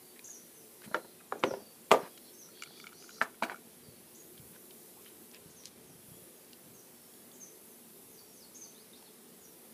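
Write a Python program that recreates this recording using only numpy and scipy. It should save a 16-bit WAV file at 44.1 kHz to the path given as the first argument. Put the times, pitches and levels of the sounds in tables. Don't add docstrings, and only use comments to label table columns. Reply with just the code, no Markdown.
import sys
import numpy as np
from scipy import signal
from scipy.fft import rfft, irfft, next_fast_len
from scipy.io import wavfile
from scipy.ndimage import uniform_filter1d

SR = 44100
rng = np.random.default_rng(int(sys.argv[2]) if len(sys.argv) > 2 else 0)


def store_wav(level_fs):
    pcm = np.round(np.clip(np.atleast_2d(level_fs), -1, 1) * 32767)
    wavfile.write(sys.argv[1], SR, pcm.T.astype(np.int16))


def decibels_to_gain(level_db):
    exponent = np.asarray(level_db, float) / 20
    return 10 ** exponent


N = 429093

# (pitch [Hz], level [dB per Hz])
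YARD_COLOUR = [(30, -32), (55, -26), (195, -8), (470, -10.5), (1470, -20), (6800, -20.5), (10700, -12),
               (15500, -15)]
# (pitch [Hz], width [Hz], level [dB])
HUM = [(222, 85, -69), (375, 49, -70), (174, 13, -77.5), (221.7, 6.1, -73), (242, 1.9, -72),
       (330, 5.3, -75), (361, 6.21, -71), (400, 20, -74.5), (440.4, 9.5, -70.5), (510.5, 17, -76),
       (10700, 800, -72)]
# (time [s], swell [dB])
BREEZE = [(0.0, 0), (0.43, -1), (0.84, -0.5), (1.41, -3), (2.001, 0), (2.44, -1), (2.7, -3), (3.39, -1.5),
          (3.87, -2.5), (4.44, 0), (5.23, 0), (5.72, -4), (6.1, -1), (7.15, -1.1), (8.24, -1), (8.43, -1.3),
          (9.21, -2), (9.73, -0.1)]
YARD_DB = -55.5
CROWN_SWING, CROWN_DB = 2, -0.5

# (start [s], length [s], first pitch [Hz], level [dB])
FLICKS = [
    (0.241, 0.013, 5700, -47.5),
    (.25, .008, 6900, -55),
    (4.147, 0.016, 5600, -55.5),
    (7.354, 0.01, 6600, -60),
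    (8.545, 0.012, 5740, -52.5),
    (8.568, 0.02, 6800, -60),
]
CHIPS = [(.297, 0.017, 6740, -45), (.538, 0.066, 6380, -63.5), (1.19, .02, 2550, -66),
         (7.33, .022, 6630, -60), (2.33, 0.04, 6400, -63), (2.335, .03, 5900, -65),
         (4.195, 0.023, 6740, -55), (6.35, 0.038, 6700, -68), (7.461, 0.045, 6400, -61),
         (8.427, 0.028, 4460, -64), (8.552, 0.023, 6470, -48), (8.93, 0.016, 3700, -60.5),
         (9.5, .037, 5430, -71.5), (1.27, 0.072, 7200, -69), (3.82, 0.097, 4880, -67)]
SLURS = [
    (0.31, 0.056, 6490, -53.5),
    (.6, 0.045, 5750, -72),
    (7.4, 0.05, 6610, -52),
    (8.175, 0.03, 4900, -59.5),
    (8.607, 0.032, 6490, -49),
    (9.434, 0.039, 6140, -61),
]
HELD_NOTES = [(0.019, 0.13, 4660, -70), (0.251, 0.056, 6000, -57), (0.708, .098, 5720, -78),
              (1.349, 0.035, 2480, -68), (1.585, 0.15, 4650, -67), (1.61, .12, 7100, -79),
              (1.78, .06, 6950, -72), (2.01, 0.054, 4110, -66), (2.049, .08, 4700, -77),
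              (2.098, 0.088, 3330, -69.5), (2.22, 0.18, 5510, -69), (8.63, 0.026, 6430, -60),
              (8.8, 0.049, 4250, -73), (3.94, 0.04, 4430, -68), (4.599, 0.3, 7000, -75),
              (4.81, .077, 6000, -74), (6.13, .05, 7060, -69), (7.07, .2, 6770, -72.5),
              (7.68, .085, 6250, -69.5), (8.06, 0.12, 6730, -71), (8.26, 0.076, 5630, -67),
              (8.653, 0.055, 4400, -72), (9.04, .05, 4380, -67)]
DIVES = [
    (8.4, 0.047, 5690, -61),
    (8.63, 0.038, 5350, -61.5),
    (9.052, 0.044, 4460, -65.5),
]
CLIMBS = [
    (8.745, 0.085, 3450, -63),
]
LOW_CALL = [
    (6.01, 0.22, 3236, -73.5),
]
DARTS = [
    (8.943, 0.048, 3840, -62),
]
FAR_SLURS = [
    (1.975, 0.09, 5950, -70),
    (5.84, 0.11, 7000, -74.5),
    (6.73, .075, 6750, -67.5),
    (8.11, 0.092, 6700, -70),
    (8.31, 0.083, 7000, -69.5),
    (9.4, 0.049, 7100, -69),
]
LONG_SLURS = [
    (1.445, .088, 6450, -53.5),
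    (5.559, 0.057, 6550, -57),
    (2.385, .068, 6570, -53),
]
# (glide [Hz/s], echo [dB re note], lingering at the low end [power], hoarseness [share])
GLIDES = [
    (125000, 0.5, 0.99, 0.044),
    (-5000, -4.5, 1.2, .009),
    (-15500, -1.5, .9, 0.011),
    (-650, -5, 1.2, .009),
    (-28000, -3.5, 1.3, .009),
    (20999, -8, 1.2, .012),
    (760, -7.5, 1.17, .006),
    (52999.5, -2.5, 1.3, .015),
    (-14000, 4, 1.4, .012),
    (-20000, 0.5, .9, .005),
]
LONG_FALL_DB = -8.5

# (start [s], length [s], resonance [Hz], level [dB])
SQUEAKS = [
    (0.78, 0.42, 4140, -67.5),
    (2.215, 0.11, 4290, -65.5),
    (2.26, .09, 3400, -69.5),
    (2.585, 0.04, 4470, -64),
    (2.78, 0.066, 4600, -61),
    (2.4, 0.096, 4300, -72),
    (3.4, 0.12, 4470, -68),
    (6.84, 0.46, 5400, -73),
]
HISSES = [(.825, 0.054, 9500, -58.5), (1.385, 0.03, 6600, -61), (2.48, 0.42, 4000, -63),
          (2.72, 0.18, 5700, -66), (2.92, .31, 4700, -66), (2.93, 0.28, 6100, -65), (5.49, .06, 6700, -63),
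          (7.33, .05, 7000, -62.5), (4.3, .48, 11500, -65), (4.75, .48, 11500, -65),
          (7.45, .45, 11500, -64), (7.8, .45, 11800, -64), (8.05, .25, 14000, -65),
          (5.97, 0.4, 11000, -61.5)]
RUSTLES = [(.823, 0.05, 1880, -55.5), (2.172, 0.013, 3280, -55), (1.99, .11, 800, -51),
           (1.57, .08, 270, -54), (3.46, 0.092, 687, -48), (3.47, 0.065, 1290, -61),
           (3.525, 0.035, 400, -57.5), (4.36, 0.05, 3500, -69), (4.52, 0.054, 1890, -64.5),
           (5.06, 0.072, 2660, -68), (5.634, 0.064, 4710, -56.5), (9.0, 0.093, 740, -69.5)]
SCUFFS = [
    (5.045, .05, 2800, -62),
    (5.325, 0.057, 2700, -57),
    (1.2, 0.021, 1500, -59),
    (1.429, .01, 2000, -48),
    (3.485, .05, 1700, -59),
    (.15, 0.037, 2000, -64),
]
SQUEAK_WIDTH, HISS_WIDTH, RUSTLE_WIDTH, SCUFF_WIDTH = 0.064, .2, 0.88, .4

# (time [s], peak [dB], pitch [Hz], level of the wide crack
# [dB])
PEBBLES = [(0.161, -46, 1800, -14), (0.193, -36, 2430, -4), (0.8195, -46, 3000, -6),
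           (0.819, -39, 1540, -11), (4.3784, -39.5, 3140, -9), (4.393, -53.5, 2900, 6),
           (4.561, -40.5, 1520, -10), (4.7083, -38, 3080, -16), (4.708, -56, 5200, 8),
           (5.023, -45, 5440, -3), (5.0465, -52, 4500, 4), (5.064, -40.5, 3100, -3), (5.085, -52, 5200, 0),
           (5.061, -41, 1980, -2), (5.315, -49, 4800, 7), (5.346, -38, 2570, -3), (5.346, -42, 5200, 3),
           (5.6367, -49, 3800, 7), (5.656, -35.5, 5250, 8.5), (6.5318, -46, 4000, 7),
           (1.3226, -49, 3500, 3), (1.394, -53, 6000, 3), (1.937, -39, 7010, 6), (9.026, -54, 1900, 2),
           (9.026, -43, 895, -8)]
# (time [s], peak [dB], first tone [Hz], second tone [Hz], second tone [dB re first])
TICKS = [
    (.288, -54, 1700, 2100, -6),
    (2.573, -56, 1600, 1900, 0),
    (2.594, -55, 2700, 3100, -3),
    (2.623, -48, 7150, 5200, -4),
    (2.635, -45, 7360, 9300, -1),
    (2.707, -51, 750, 1500, -4),
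    (6.532, -53.5, 2760, 4400, 4),
    (7.138, -58, 3300, 4600, 2),
    (7.316, -55, 3500, 4500, 2),
    (7.412, -61, 2400, 2100, -4),
]
# (time [s], peak [dB], pitch [Hz])
BUMPS = [(.86, -46, 190), (0.875, -40, 220), (0.912, -41, 220), (1.438, -38, 153), (1.518, -45, 130),
         (1.915, -32, 151), (2.03, -44, 200), (3.67, -50, 226), (3.805, -52.5, 208.6), (3.882, -46, 135),
         (3.999, -60, 210), (4.394, -49, 132), (4.42, -56, 222), (5.456, -44.5, 153), (5.69, -51.5, 232),
         (5.819, -58.5, 224.4), (5.95, -54, 140), (6.08, -51, 140), (6.113, -44, 150), (6.218, -57, 142),
         (6.901, -53, 231), (8.1, -56.5, 248)]

# (time [s], peak [dB], blow pitch [Hz], crack [dB re blow], ring [dB re blow])
BOARD_KNOCKS = [
    (.8755, -45, 330, -30, -2),
    (.913, -47, 600, -20, 5),
    (.925, -49, 1700, -15, -14),
    (.9447, -17, 1390, -10, -2),
    (.963, -35, 810, -7, -1),
    (.978, -46, 605, -25, -3),
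    (1.046, -54, 920, -20, 7.5),
]
RIM_KNOCKS = [
    (1.313, -55, 1420, -30, -5),
    (1.3232, -21.5, 1200, -20, -2.5),
    (1.355, -45.5, 500, -30, 7.5),
]
LID_KNOCKS = [
    (1.429, -36, 1250, -14, -6),
    (1.455, -42, 650, -25, -12),
    (1.4372, -13.5, 930, 1, -3),
    (1.508, -35.5, 700, -36, 6),
    (1.538, -35.5, 790, -10, 5),
    (1.57, -45, 400, -44, 1),
]
SLAM_KNOCKS = [
    (1.9095, -22.5, 1000, -4, 2),
    (1.9147, -8.5, 1160, 1.5, 0.5),
    (1.938, -19, 900, -22, -1.5),
    (1.944, -17.5, 870, -16, -6.5),
    (1.97, -27.5, 590, -30, -11),
    (1.99, -33.5, 765, -23, -1),
]
CATCH_KNOCKS = [
    (3.2147, -12.5, 1510, -41, -7),
    (3.222, -30, 1363, -4.5, 1),
    (3.256, -37, 1400, -25, -7),
]
TONGUE_KNOCKS = [
    (3.4242, -18.5, 950, -25, -5),
    (3.433, -28, 1500, -6.5, 4.5),
    (3.4975, -27.5, 1610, -28, -9.5),
    (3.517, -36.5, 950, -26, -3),
]
# (pitch [Hz], level [dB], time to fall 60 dB [s])
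BOARD_MODES = [(343.5, -11, 0.18), (590, 4, 0.022), (764, -15, 0.036), (940, 0.5, 0.069),
               (1114, -17, 0.039), (1390, 1.5, 0.049), (1660, 2.5, 0.046), (1770, -3, 0.074),
               (3020, -8, 0.046), (3500, -6, 0.068)]
RIM_MODES = [(400, 1, 0.059), (553, -1.5, 0.041), (767, 5, 0.041), (1077, -14, .03), (1470, 0, 0.049),
             (1660, 0, 0.035)]
LID_MODES = [(248, -15, 0.079), (391, -5.5, 0.095), (524, 2, 0.044), (700, -3.5, 0.025), (930, -3, 0.027),
             (1400, -1, 0.035), (1680, -5, .03), (3100, -11, .018), (4200, -9, .018)]
BOX_MODES = [(258.6, -6, 0.056), (385, -8, 0.074), (445, 4, 0.056), (612, -7.5, 0.073), (656, 0.5, 0.062),
             (759, -3, .06), (920, -2, 0.062), (1061, -11, 0.073), (1177, -1, 0.087), (1350, -22.5, 0.051),
             (1770, -20.5, .04), (2340, -3.5, 0.035), (2930, -12, 0.026)]
PLATE_MODES = [(248, -5, 0.097), (434, -8, 0.11), (567, -17, 0.12), (668, 1.5, 0.078), (900, 5, 0.045),
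               (1210, 1, 0.027), (1380, -7, 0.063), (1563, 8, 0.022), (1681, 10.5, 0.041), (2270, 1, 0.089),
               (2550, 2, 0.049), (4020, 4, 0.058), (4700, -10, .05)]
TONGUE_MODES = [(245, -14, 0.12), (335, -14, 0.12), (676, -9.5, 0.072), (940, -15, 0.044),
                (1493, 3.5, 0.037), (1595, -18, 0.037), (2230, -0.5, 0.06), (2380, 3, 0.05),
                (2988, -18, .04), (3970, -5.5, 0.068), (4600, -5, 0.056)]
# (rattle [dB re ring], rattle time to fall 60 dB [s], fizz [dB re crack],
# dull thud [dB re ring], thud centre [Hz])
RATTLES = [
    (-16, 0.16, -30, -9.5, 460),
    (-25, 0.34, -13, -12.5, 380),
    (-17, 0.223, -34.5, -10.5, 340),
    (-17, 0.21, -18.5, -10.5, 434),
    (-14.5, 0.16, -0.5, -10.5, 1050),
    (-10, .15, -0.5, -10, 670),
]
SOFT_DB_PER_OCT = 10

# (time [s], peak [dB], upper tone [dB re lower], crack [dB re lower])
LATCH = [(2.176, -53.5, 2, 9), (2.488, -51, -9, -5), (2.6222, -34.5, 0.5, 1.5), (2.6349, -42.5, 3, 8),
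         (2.6596, -51, 3, -14), (2.674, -47, -14, -2), (2.858, -51, -15, -12), (2.875, -52, 3, 7),
         (2.922, -48, -15, -12), (3.402, -56, -15, -15), (2.775, -60, 8, -8), (2.7995, -48, 6, 3),
         (2.841, -40.5, -4, -7), (2.868, -44.5, 7, 5.5), (2.891, -54, 2, 3), (2.9288, -44, -14, -5),
         (3.0237, -52.5, -4, 4), (3.042, -46.5, -12, -12), (3.092, -40, -9, -10), (3.107, -49, -13, 0),
         (3.1672, -52.5, -27, -7), (3.1832, -49, -12, -14), (3.3438, -54.5, -2, -4),
         (3.544, -33.5, -26, -18), (3.559, -45, -7, -9), (3.571, -48, -10, -16.5)]
# (pitch [Hz], time to fall 60 dB [s])
LATCH_MODES = [(1390, 0.013), (2340, 0.018), (2900, 0.011)]
LATCH_RISE_S, LATCH_SPREAD = .002, .025

# (start [s], length [s], first pitch [Hz], last pitch [Hz], level [dB])
RUBS = [(2.47, .2, 4300, 4450, -66), (2.599, .26, 4450, 4610, -66), (2.52, .18, 3250, 3400, -65.5),
        (2.643, 0.28, 3390, 3530, -65), (2.68, .16, 4800, 4800, -68), (2.919, 0.096, 4150, 4580, -66),
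        (2.927, 0.15, 5700, 6340, -64), (2.967, .24, 6750, 6800, -65), (2.967, .1, 4880, 5100, -65),
        (3.085, .13, 4020, 4280, -64), (3.09, 0.15, 5500, 5600, -63), (3.1, 0.14, 4700, 4900, -64),
        (3.102, 0.14, 6000, 6100, -64), (4.945, 0.073, 501, 1400, -65.5)]
RUB_WIDTH_HZ = 250

# (time [s], rumble at the crest [dB])
GUSTS = [(3.62, -77), (3.891, -67.5), (4.05, -71.5), (4.42, -71), (4.8, -72), (5.15, -75), (5.46, -66),
         (5.68, -69), (5.9, -66), (6.14, -67.5), (6.66, -69), (6.95, -75.5), (7.63, -78), (8.14, -73)]
GUST_RISE_DB_S, GUST_FALL_DB_S, CALM_DB = 130, 54, -92

HOLE_LEVEL, HOLE_DB, HOLE_FROM_HZ, MOTTLE_DB = 1.75, -22, 12900, 1.3


def band(x, hz, width):
    return signal.lfilter(*signal.iirpeak(min(hz, .45 * SR), hz / width, fs=SR), x)


def unit(x):
    return x / np.sqrt(np.mean(x ** 2))


def peak(x):
    return x / np.max(np.abs(x))


def add(out, s, x):
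    i = max(int(s * SR), 0)
    out[i:i + len(x)] += x[:N - i]


def fade(t, t60):
    return np.exp(-np.log(1000) * t / t60)


def walk(rate):
    k = int(SR / rate)
    steps = np.repeat(rng.standard_normal(N // k + 1), k)
    return 1.3 * uniform_filter1d(uniform_filter1d(steps, k), k)[:N]


def crack(t, noise, t60, hz, width):
    return peak(band(noise * fade(t, t60), hz, width))


def ping(t, hz, t60, rise_s):
    return np.sin(2 * np.pi * hz * t) * fade(t, t60) * (1 - np.exp(-t / rise_s))


def yard():
    t = np.arange(N) / SR
    s, swell_db = np.transpose(BREEZE)
    low = np.interp(t, s, swell_db)
    top = CROWN_SWING * low + CROWN_DB
    size = next_fast_len(N, True)
    freqs = np.arange(size // 2 + 1) * SR / size
    hz, db = np.transpose(YARD_COLOUR)
    air = rfft(rng.standard_normal(size)) * decibels_to_gain(np.interp(np.log(freqs + 1), np.log(hz), db))
    place = 2 * np.log2(freqs / 30 + 1e-9)
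    out = np.zeros(N)
    for k in range(19):
        centre = 30 * 2 ** (k / 2)
        share = np.cos(np.pi / 2 * np.clip(place - k, -1, 1)) ** 2
        swell = top if centre > 13000 else low * np.clip((centre - 5000) / 4000, 0, 1)
        flicker = (1.5 if centre < 500 else .5) * walk(5.5)
        out += irfft(air * share, size)[:N] * decibels_to_gain(swell + flicker)
    hum = sum(decibels_to_gain(db) * unit(band(rng.standard_normal(N), hz, width)) for hz, width, db in HUM)
    return decibels_to_gain(YARD_DB - 1.5) * unit(out) + hum


def whistle(length, from_hz, glide, linger, hoarse, fall_db, noise):
    to_hz = from_hz + glide * length
    x = np.arange(int(length * SR)) / (length * SR)
    low, high = min(from_hz, to_hz), max(from_hz, to_hz)
    hz = low * (high / low) ** (x if to_hz > from_hz else 1 - x) ** linger
    hz = hz * (1 + hoarse * unit(band(noise[1], 120., 250.))[:len(x)])
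    flutter = decibels_to_gain(3.4 * unit(band(noise[0], 43.0, 92.0))[:len(x)])
    tone = np.sin(2 * np.pi * np.cumsum(hz) / SR)
    return tone * np.sin(np.pi * x) ** 0.27 * flutter * decibels_to_gain(fall_db * x)


def birds():
    out, t = np.zeros(N), np.arange(SR // 2) / SR
    tables = (FLICKS, CHIPS, SLURS, HELD_NOTES, DIVES, CLIMBS, LOW_CALL, DARTS, FAR_SLURS, LONG_SLURS)
    for table, (glide, echo_db, linger, hoarse) in zip(tables, GLIDES):
        fall_db = LONG_FALL_DB if table is LONG_SLURS else 0
        for s, length, from_hz, db in table:
            noise = rng.standard_normal((3, len(t)))
            note = whistle(length, from_hz, glide, linger, hoarse, fall_db, noise[1:])
            scatter = noise[0] * (fade(t, 0.25) + 0.29 * fade(t, 0.7)) * (1 - np.exp(-t / 0.0044))
            echo = signal.fftconvolve(note, scatter / np.sqrt(np.sum(scatter ** 2)))
            add(out, s, decibels_to_gain(db) * note)
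            add(out, s, decibels_to_gain(db + echo_db + 2.0) * echo)
    return out


def scrapes():
    out = np.zeros(N)
    kinds = ((SQUEAKS, SQUEAK_WIDTH), (HISSES, HISS_WIDTH), (RUSTLES, RUSTLE_WIDTH), (SCUFFS, SCUFF_WIDTH))
    for table, share in kinds:
        for start, length, hz, db in table:
            noise, n = rng.standard_normal((2, SR // 2)), int(length * SR)
            slips = noise[0] * decibels_to_gain(1.8 * unit(band(noise[1], 95.0, 200.)))
            rub = unit(band(band(slips, hz, share * hz), hz, 3.9 * share * hz))[:n]
            add(out, start, decibels_to_gain(db) * rub * signal.windows.tukey(n, .7))
    return out


def pebbles():
    out, t = np.zeros(N), np.arange(SR // 20) / SR
    for s, peak_db, hz, crack_db in PEBBLES:
        noise = rng.standard_normal((2, len(t)))
        roughness = decibels_to_gain(5.6 * unit(band(noise[0], 300., 400.)))
        stone = peak(ping(t, hz, 0.019, 0.00046) * roughness)
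        snap = band(crack(t, noise[1], 0.0032, 1.3 * hz, 4000.0), 0.9 * hz, 4000.)
        add(out, s, decibels_to_gain(peak_db - 7.0) * (stone + decibels_to_gain(crack_db + 11.0) * snap))
    return out


def ticks():
    out, t = np.zeros(N), np.arange(SR // 20) / SR
    for s, peak_db, first_hz, second_hz, second_db in TICKS:
        low = peak(ping(t, first_hz, .018, .0008))
        high = peak(ping(t, second_hz, 0.0097, 0.00072))
        add(out, s, decibels_to_gain(peak_db) * (low + decibels_to_gain(second_db) * high))
    return out


def bumps():
    out, t = np.zeros(N), np.arange(SR // 10) / SR
    for s, peak_db, hz in BUMPS:
        push = np.sin(2 * np.pi * hz * t) * (hz * t) ** 2 * np.exp(-2.5 * hz * t)
        add(out, s, decibels_to_gain(peak_db) * peak(push))
    return out


def knocks(table, modes, rattle_db, t60, fizz_db, thud_db, thud_hz):
    out, t = np.zeros(N), np.arange(SR // 4) / SR
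    for s, peak_db, blow_hz, crack_db, ring_db in table:
        chance, noise = rng.standard_normal((len(modes), 2)), rng.standard_normal((3, len(t)))
        swing = np.sin(2 * np.pi * blow_hz * t) * (1 - np.exp(-t * blow_hz * 4.9))
        blow = peak(swing * fade(t, 9.9 / blow_hz))
        body = np.zeros(len(t))
        for (hz, db, ring_t60), (size, shift) in zip(modes, chance):
            reach = decibels_to_gain(db + 0.37 * size - SOFT_DB_PER_OCT * max(np.log2(hz / blow_hz), 0))
            hz = hz * (1 + 0.013 * shift)
            struck = ping(t, hz, ring_t60, 0.0012)
            rattle = peak(band(noise[0] * fade(t, t60 * (600 / hz) ** 0.59), hz, 55 + 0.042 * hz))
            body += reach * (np.sign(size) * struck + decibels_to_gain(rattle_db) * rattle)
        thud = crack(t, noise[2] * (1 - np.exp(-t / 0.0026)), t60, thud_hz, 0.7 * thud_hz)
        thud = peak(band(thud, thud_hz, 1.6 * thud_hz))
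        snap = band(crack(t, noise[1], 0.02, 2280.0, 1500.), 2020.0, 2400.0)
        snap = snap + decibels_to_gain(fizz_db) * crack(t, noise[2], 0.093, 5800.0, 6400.0)
        ring = peak(body) + decibels_to_gain(thud_db) * thud
        add(out, s, decibels_to_gain(peak_db) * (blow + decibels_to_gain(crack_db) * snap + decibels_to_gain(ring_db) * ring))
    return signal.sosfilt(signal.butter(3, 150., "highpass", fs=SR, output="sos"), out)


def lid():
    parts = ((BOARD_KNOCKS, BOARD_MODES), (RIM_KNOCKS, RIM_MODES), (LID_KNOCKS, LID_MODES),
             (SLAM_KNOCKS, BOX_MODES), (CATCH_KNOCKS, PLATE_MODES), (TONGUE_KNOCKS, TONGUE_MODES))
    return sum(knocks(*part, *rattle) for part, rattle in zip(parts, RATTLES))


def latch():
    out, t = np.zeros(N), np.arange(SR // 10) / SR
    for s, peak_db, upper_db, crack_db in LATCH:
        chance, noise = rng.standard_normal(3), rng.standard_normal(len(t))
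        low, high, top = [peak(ping(t, hz * (1 + LATCH_SPREAD * c), t60, LATCH_RISE_S))
                          for (hz, t60), c in zip(LATCH_MODES, chance)]
        snap = band(crack(t, noise, 0.019, 5300.0, 5500.0), 5600.0, 5000.)
        hard = decibels_to_gain(crack_db + 4.0) * snap + decibels_to_gain(crack_db - 4.5) * top
        add(out, s, decibels_to_gain(peak_db - 3.5) * (low + decibels_to_gain(upper_db) * high + hard))
    return out


def rubs():
    out = np.zeros(N)
    smooth = signal.butter(2, RUB_WIDTH_HZ / 2, fs=SR, output="sos")
    for start, length, from_hz, to_hz, db in RUBS:
        noise, n = rng.standard_normal((2, SR // 3)), int(length * SR)
        slow = signal.sosfilt(smooth, noise)[:, -n:]
        turn = 2 * np.pi * np.cumsum(np.linspace(from_hz, to_hz, n)) / SR
        rub = unit(slow[0] * np.cos(turn) + slow[1] * np.sin(turn))
        add(out, start, decibels_to_gain(db) * rub * signal.windows.tukey(n, .6))
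    return out


def gusts():
    t = np.arange(N) / SR
    hills = [db - np.maximum(GUST_RISE_DB_S * (s - t), GUST_FALL_DB_S * (t - s)) for s, db in GUSTS]
    crest = np.max(hills, axis=0)
    rumble = band(band(rng.standard_normal(N), 157.0, 90.), 92.0, 154.0)
    return unit(rumble) * decibels_to_gain(np.maximum(crest, CALM_DB) + 3.0 * walk(14.) + 3.0)


def scene():
    t = np.arange(SR // 3) / SR
    walls = band(band(rng.standard_normal(len(t)), 500.0, 1440.0), 630.0, 2500.)
    walls = walls * fade(t, 0.23) * (t > .004)
    near = lid() + latch() + pebbles() + scrapes() + rubs() + ticks()
    slap = signal.fftconvolve(near, walls / np.sqrt(np.sum(walls ** 2)))[:N]
    near = near + decibels_to_gain(-27.0) * slap
    return (near + bumps() + gusts() + birds() + yard())[None]


def holes(x):
    hz, _, frames = signal.stft(x, SR, nperseg=1024)
    chance = rng.standard_normal(frames.shape[-2:])
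    chance = unit(uniform_filter1d(uniform_filter1d(chance, size=3, axis=0), size=7, axis=1))
    edge = HOLE_LEVEL + np.where(hz > HOLE_FROM_HZ, 0, np.where(hz > 5500, .8, 9))[:, None]
    depth = np.clip((chance - edge) / .3 + 1, 0, 1)
    frames = frames * decibels_to_gain(-MOTTLE_DB * chance + HOLE_DB * depth)
    return signal.istft(frames, SR, nperseg=1024)[1][..., :N]


def band_limit(x):
    return signal.sosfilt(signal.butter(12, 15370, fs=SR, output="sos"), x)


def record(dry):
    thin = signal.sosfilt(signal.butter(2, 45., "highpass", fs=SR, output="sos"), dry)
    thin = signal.sosfilt(signal.ellip(10, .2, 80, 15300, fs=SR, output="sos"), thin)
    return band_limit(holes(thin))


dry = scene()
out = record(dry)
store_wav(out)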